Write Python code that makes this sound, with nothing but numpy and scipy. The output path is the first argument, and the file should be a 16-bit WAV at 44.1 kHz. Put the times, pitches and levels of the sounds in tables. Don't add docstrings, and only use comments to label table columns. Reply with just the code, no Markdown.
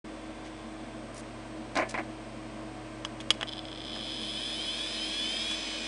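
import sys
import numpy as np
from scipy import signal
from scipy.fft import rfft, irfft
from scipy.io import wavfile
from scipy.ndimage import uniform_filter1d

SR = 44100
rng = np.random.default_rng(int(sys.argv[2]) if len(sys.argv) > 2 else 0)


def store_pcm(level_fs):
    pcm = np.round(np.clip(level_fs, -1, 1) * 32767).astype(np.int16)
    wavfile.write(sys.argv[1], SR, np.atleast_2d(pcm).T)


N = 258867
TIME = np.arange(N) / SR
FREQ = np.arange(N + 1) * SR / (2 * N) + 1e-6

# pitch_hz, gain_db
FAN_AIR = [(25, -30.5), (60, -21.5), (100, -3), (165, -9), (230, 4), (400, -0.5), (600, 3), (800, -7),
           (1300, -10.5), (2200, -9), (3400, -15.5), (5000, -19), (6500, -23.5), (10000, -31)]
# pitch_hz, width_hz, level_db
CASE_MODES = [(224.8, 31.5, -51), (314, 40, -62), (584, 87, -60), (682, 83, -56.5), (1026, 415, -55),
              (8250, 1200, -68.5)]
# pitch_hz, level_db, waver_db
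BACKGROUND_TONES = [(48.8, -54, .3), (89.2, -64, 2.5), (316.9, -48.5, 1.9), (664, -60, 1.8),
                    (738.4, -62.5, 3.6), (1024, -68.5, 1.9), (1558, -65, 1.1), (3184, -69.5, 1.2)]
# time_s, level_db
SECOND_DRIVE_HUM = [(0.1, -59.5), (1.22, -53), (3.22, -51.5), (4.82, -58.5), (5.71, -72), (5.87, -69)]
# start_s, length_s, level_db, tilt_db_per_octave
SLIDES = [(0.443, 0.044, -51, 4.5), (1.143, 0.066, -33.5, 18.5), (1.885, 0.037, -37, 14.5),
          (3.207, 0.0098, -39.5, 9), (3.334, 0.015, -42, 5.5)]
# pitch_hz, gain_db
SLIDE_SPECTRUM = [(400, -22), (1100, 1), (2200, 11), (3300, 1), (5500, -6.5), (10000, -24)]
# start_s, level_db, crack_t60_s, knock_db
CLICK_EVENTS = [(0.471, -49.5, .04, 2), (3.049, -29, 0.026, -22), (3.203, -38.5, 0.043, -35),
                (3.3052, -15, 0.031, -18), (3.402, -49, .02, 6), (3.411, -31.5, 0.016, -4),
                (3.42, -38, 0.028, 12), (3.4297, -26.5, 0.015, 3), (3.96, -40, .04, 7),
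                (5.512, -35.5, 0.13, -22)]
# pitch_hz, gain_db
CRACK_SPECTRUM = [(150, -32), (300, -18.5), (700, -5), (1250, -10), (2000, -7), (2600, 0), (3100, 6),
                  (4100, -13.5), (5000, -6), (7000, -12.5), (10000, -16.5)]
# pitch_hz, gain_db, t60_s
PLUG_MODES = [(604, -20.5, 0.39), (1110, 0, 0.024), (1326, -8, 0.058), (1700, -4, 0.033),
              (2990, 3.5, 0.025), (3310, 11, 0.021), (3790, -10.5, 0.04), (5010, -9, 0.053),
              (6400, -7, 0.02), (7350, -16.5, 0.047)]
# start_s, level_db, thud_db, scrape_db, loss_per_bounce_db
COVER_LANDINGS = [(1.754, -22, -6, -8, 15), (1.764, -26, -2, -39, 2), (1.771, -30, -16, 4, 35),
                  (1.786, -18.5, -14, -21, 2), (1.822, -17.5, -13, -28, 14), (1.941, -26.5, 1, -13.5, 11.5),
                  (1.976, -27, -4, -19, 3.5)]
# pitch_hz, gain_db
THUD_SPECTRUM = [(80, -13), (180, -30), (320, 6), (440, -16), (590, 4), (850, -6), (1050, -8), (1300, -8),
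                 (2200, -4), (3200, -23.5), (6000, -45)]
# pitch_hz, gain_db, t60_s
COVER_MODES = [(290, -19, 0.25), (365, 2.5, 0.28), (522, -14, 0.13), (578, 0.5, 0.6), (630, 3, 0.067),
               (646, -3, 0.38), (751, 4.5, 0.31), (810, -4, 0.1), (1025, 11.5, 0.17), (1430, -16, .22),
               (1510, -4, 0.28), (1735, -6, 0.39), (1930, -22, .2), (1910, -12, 0.29), (2140, -13, .12),
               (2280, -3, 0.079), (2480, -12, 0.12), (2600, -24, .15)]
# start_s, kick_gap_s, first_kick_db
START_TRIES = [(3.472, .0064, -22), (3.513, .0068, -23.5), (3.558, .011, -24)]
# pitch_hz, width_hz (widened to at least 140), coil_db, bearing_db
CHASSIS_MODES = [(1640, 93, -8.5, -10.5), (2500, 350, -9.5, -3.5), (3062, 103, 4, 0), (3420, 142, 8, 2.5),
                 (3600, 117, 4.5, 1.5), (3990, 350, -3, -8), (4700, 260, -8, -15), (5040, 83, -0.5, -1.5),
                 (6180, 100, -35, -10.5), (7370, 57, -33, -10), (8320, 130, -24, -13.5),
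                 (9000, 400, -23, -19.5)]
# pitch_hz, gain_db
WIND_SPECTRUM = [(150, -21), (400, -12), (1200, -10.5), (2200, -2.5), (4000, -1), (10000, -21)]
# pitch_hz, gain_db
SIZZLE_SPECTRUM = [(4000, -29), (6100, -16.5), (6800, -1.5), (7400, -15), (7700, -6.5), (8050, 1.5),
                   (8600, -12), (9100, 2), (9400, -3), (9800, 9), (10300, -30), (11000, -29)]

POWER_S, TURN_S, CUT_S = 3.465, 3.63, 5.553
RATED_TURNS_S, SPIN_UP_TURNS_S2, SETTLE_S, COAST_TURNS_S2 = 60, 21.05, 2.05, 3.3
COIL_CYCLES, BALL_PASSES = 7, 8
REST_CYCLE, CONDUCTING_SHARE = .79, 1 / 3


def undb(db):
    return 10 ** (np.asarray(db) / 20)


def unit(x):
    return x / np.sqrt(np.mean(x ** 2))


def shape(x, response):
    return irfft(rfft(x, 2 * N) * response)[:N]


def colour(points):
    hz, db = np.transpose(points)
    return undb(np.interp(np.log(FREQ), np.log(hz), db))


def resonance(hz, width_hz):
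    return 1 / (1 + 1j * (FREQ ** 2 - hz ** 2) / (FREQ * width_hz))


def noise(response):
    return unit(shape(rng.standard_normal(N), response))


def wander(rate_hz):
    hold = int(SR / rate_hz)
    steps = np.repeat(rng.standard_normal(N // hold + 1), hold)
    return unit(uniform_filter1d(uniform_filter1d(steps, hold), hold)[:N])


def fade(t, t60):
    return np.exp(-np.log(1000) * t / t60)


def add(track, start_s, sound):
    i = int(start_s * SR)
    track[i:i + len(sound)] += sound[:N - i]


def computer():
    out = undb(-46.5) * noise(colour(FAN_AIR)) * undb(0.12 * wander(6.9))
    for hz, width_hz, db in CASE_MODES:
        out += undb(db) * noise(resonance(hz, width_hz) ** 2)
    for hz, db, waver_db in BACKGROUND_TONES:
        cycles = np.cumsum(hz * (1 + 0.00127 * wander(8))) / SR
        out += np.sqrt(2) * undb(db + waver_db * wander(13)) * np.sin(2 * np.pi * cycles)
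    out += undb(-62.5) * np.clip((1.05 - TIME) / 0.11, 0, 1) * np.sin(2 * np.pi * 3470 * TIME)
    whistle_hz = np.interp(TIME, [.9, 1.15], [8170, 8380]) + 70 * wander(25)
    out += undb(-68) * np.sin(2 * np.pi * np.cumsum(whistle_hz) / SR)
    hum_db = np.interp(TIME, *np.transpose(SECOND_DRIVE_HUM))
    return out + np.sqrt(2) * undb(hum_db) * np.sin(2 * np.pi * 120 * TIME)


def fingers():
    out = np.zeros(N)
    octaves = np.log2(np.maximum(FREQ, 500) / 3000)
    for start_s, length_s, db, tilt_db in SLIDES:
        attack = np.clip((TIME - start_s) / 0.0026, 0, 1)
        release = fade(np.maximum(TIME - start_s - length_s, 0), 0.01)
        hiss = noise(colour(SLIDE_SPECTRUM) * undb(tilt_db * octaves))
        stick_slip = unit(undb(5.4 * wander(250)))
        out += undb(db) * attack * release * hiss * stick_slip
    return out


def ring(modes, t, scatter_db):
    hz, db, t60 = np.transpose(modes)[:, :, None]
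    size = undb(db + scatter_db * rng.standard_normal(db.shape))
    waves = size * fade(t, t60) * np.sin(2 * np.pi * (hz * t + rng.random(db.shape)))
    return waves.sum(0) / np.sqrt(np.sum(size ** 2))


def clicks():
    out, t = np.zeros(N), TIME[:SR // 4]
    crack = noise(colour(CRACK_SPECTRUM))
    knock = noise(colour([(100, -26), (250, -10), (600, 2), (1200, 3.5), (2200, 3),
                          (4000, -14), (10000, -57)]))
    for start_s, db, t60, knock_db in CLICK_EVENTS:
        here = slice(int(start_s * SR), int(start_s * SR) + len(t))
        snap = undb(-1) * crack[here] * fade(t, t60) + undb(4.5) * ring(PLUG_MODES, t, scatter_db=2)
        snap += undb(knock_db) * knock[here] * fade(t, 0.022)
        add(out, start_s, undb(db) * snap / np.std(snap[t < .005]))
    return out


def bounces(count, first_gap_s=.009, gap_ratio=.9):
    for start_s, db, thud_db, scrape_db, loss_db in COVER_LANDINGS:
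        for k in range(count):
            yield start_s, db - k * loss_db, thud_db, scrape_db
            start_s += first_gap_s * gap_ratio ** k


def cover():
    out, t = np.zeros(N), TIME[:SR // 2]
    thud = noise(colour(THUD_SPECTRUM))
    scrape = noise(colour([(1500, -15), (4000, 10), (6000, 7), (10000, -5.5)]))
    attack = 1 - np.exp(-t / 0.00062)
    for start_s, db, thud_db, scrape_db in bounces(count=4):
        here = slice(int(start_s * SR), int(start_s * SR) + len(t))
        blow = undb(thud_db) * thud[here] * fade(t, 0.089)
        blow += undb(-11.5) * ring(COVER_MODES, t, scatter_db=3.5)
        blow += undb(scrape_db) * scrape[here] * fade(t, 0.026)
        add(out, start_s, undb(db) * blow * attack)
    return out


def stutter(kicks, swell_db):
    out = undb(-57.5) * (TIME > POWER_S) * rng.standard_normal(N)
    for start_s, gap_s, db in START_TRIES:
        for k in range(kicks):
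            add(out, start_s + k * gap_s, undb(db + k * swell_db)[None])
    return out


def chassis(struck_by):
    response = 0
    for k, (hz, width_hz, coil_db, bearing_db) in enumerate(CHASSIS_MODES):
        db = coil_db if struck_by == "coils" else bearing_db
        response += (-1) ** k * undb(db) * resonance(hz, max(width_hz, 140))
    response /= 1 + (900 / np.maximum(FREQ, 1)) ** 2
    return response / np.sqrt(np.mean(abs(response) ** 2))


def spin():
    knee_speed = RATED_TURNS_S - SPIN_UP_TURNS_S2 * SETTLE_S
    driven_s = np.clip(TIME, TURN_S, CUT_S) - TURN_S
    current = np.exp(-np.maximum(driven_s - knee_speed / SPIN_UP_TURNS_S2, 0) / SETTLE_S)
    run_up = np.minimum(SPIN_UP_TURNS_S2 * driven_s, knee_speed)
    settling = (RATED_TURNS_S - knee_speed) * (1 - current)
    coasting_loss = COAST_TURNS_S2 * np.maximum(TIME - CUT_S, 0)
    return run_up + settling - coasting_loss, current * (TIME < CUT_S)


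def pulses(cycles, scatter_db):
    sizes = undb(scatter_db * rng.standard_normal(N))
    i = np.flatnonzero(np.diff(np.floor(cycles)) > 0)
    step = cycles[i + 1] - cycles[i]
    early = cycles[i + 1] % 1 / step
    out = np.zeros(N)
    out[i] += early * sizes[i] / np.sqrt(step)
    out[i + 1] += (1 - early) * sizes[i] / np.sqrt(step)
    return out


def switching(cycles, second_db):
    first = pulses(cycles, scatter_db=-0.8)
    second = undb(second_db) * pulses(cycles + .504, scatter_db=2.3)
    return 0.7 * (first + second)


def coils(turns):
    cycles = REST_CYCLE + COIL_CYCLES * turns + .001 * wander(300)
    pull = switching(cycles, second_db=0)
    release = switching(cycles - CONDUCTING_SHARE, second_db=-3)
    return pull - release + undb(-15) * rng.standard_normal(N)


def bearings(turns, pace):
    passes = undb(-1) * pulses(BALL_PASSES * turns + .005 * wander(300), scatter_db=1.5)
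    roughness = undb(-7) * rng.standard_normal(N)
    return shape(undb(-42) * pace ** 0.97 * (passes + roughness), chassis("bearings"))


def motor():
    speed, current = spin()
    turns = np.cumsum(speed) / SR
    pace = speed / 30
    ticks = coils(turns)
    strength = np.sqrt(pace) * current ** 0.61
    force = stutter(kicks=4, swell_db=2.95) + undb(-39.5) * strength * ticks
    whine = shape(force, chassis("coils"))
    rolling = bearings(turns, pace)
    wind = undb(-46) * pace ** 2 * noise(colour(WIND_SPECTRUM))
    edges = unit(shape(ticks + undb(2) * rng.standard_normal(N), colour(SIZZLE_SPECTRUM)))
    sizzle = undb(-53.5) * strength * np.clip(speed / 15, 0, 1) * edges
    return whine + rolling + wind + sizzle


def room(x, near_db, tail_db, t60):
    t = TIME[:SR // 2]
    decays = np.array([fade(t, 0.038), fade(t, t60)])
    near, tail = rng.standard_normal((2, len(t))) * (t > .001) * decays
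    echoes = undb(near_db) * near / np.linalg.norm(near) + undb(tail_db) * tail / np.linalg.norm(tail)
    return x + signal.fftconvolve(x, echoes)[:N]


def scene():
    handling = room(cover() + clicks() + fingers(), near_db=-15, tail_db=-24, t60=.35)
    spindle = room(motor(), near_db=-10, tail_db=-15, t60=.25)
    return (handling + undb(1) * spindle + computer())[None]


def record(dry):
    open_s, top_hz = .042, 10100
    opened = dry * np.clip((TIME - open_s) / 0.0033, 0, 1)
    return signal.sosfilt(signal.ellip(12, .2, 80, top_hz, fs=SR, output="sos"), opened)


dry = scene()
out = record(dry)
store_pcm(out)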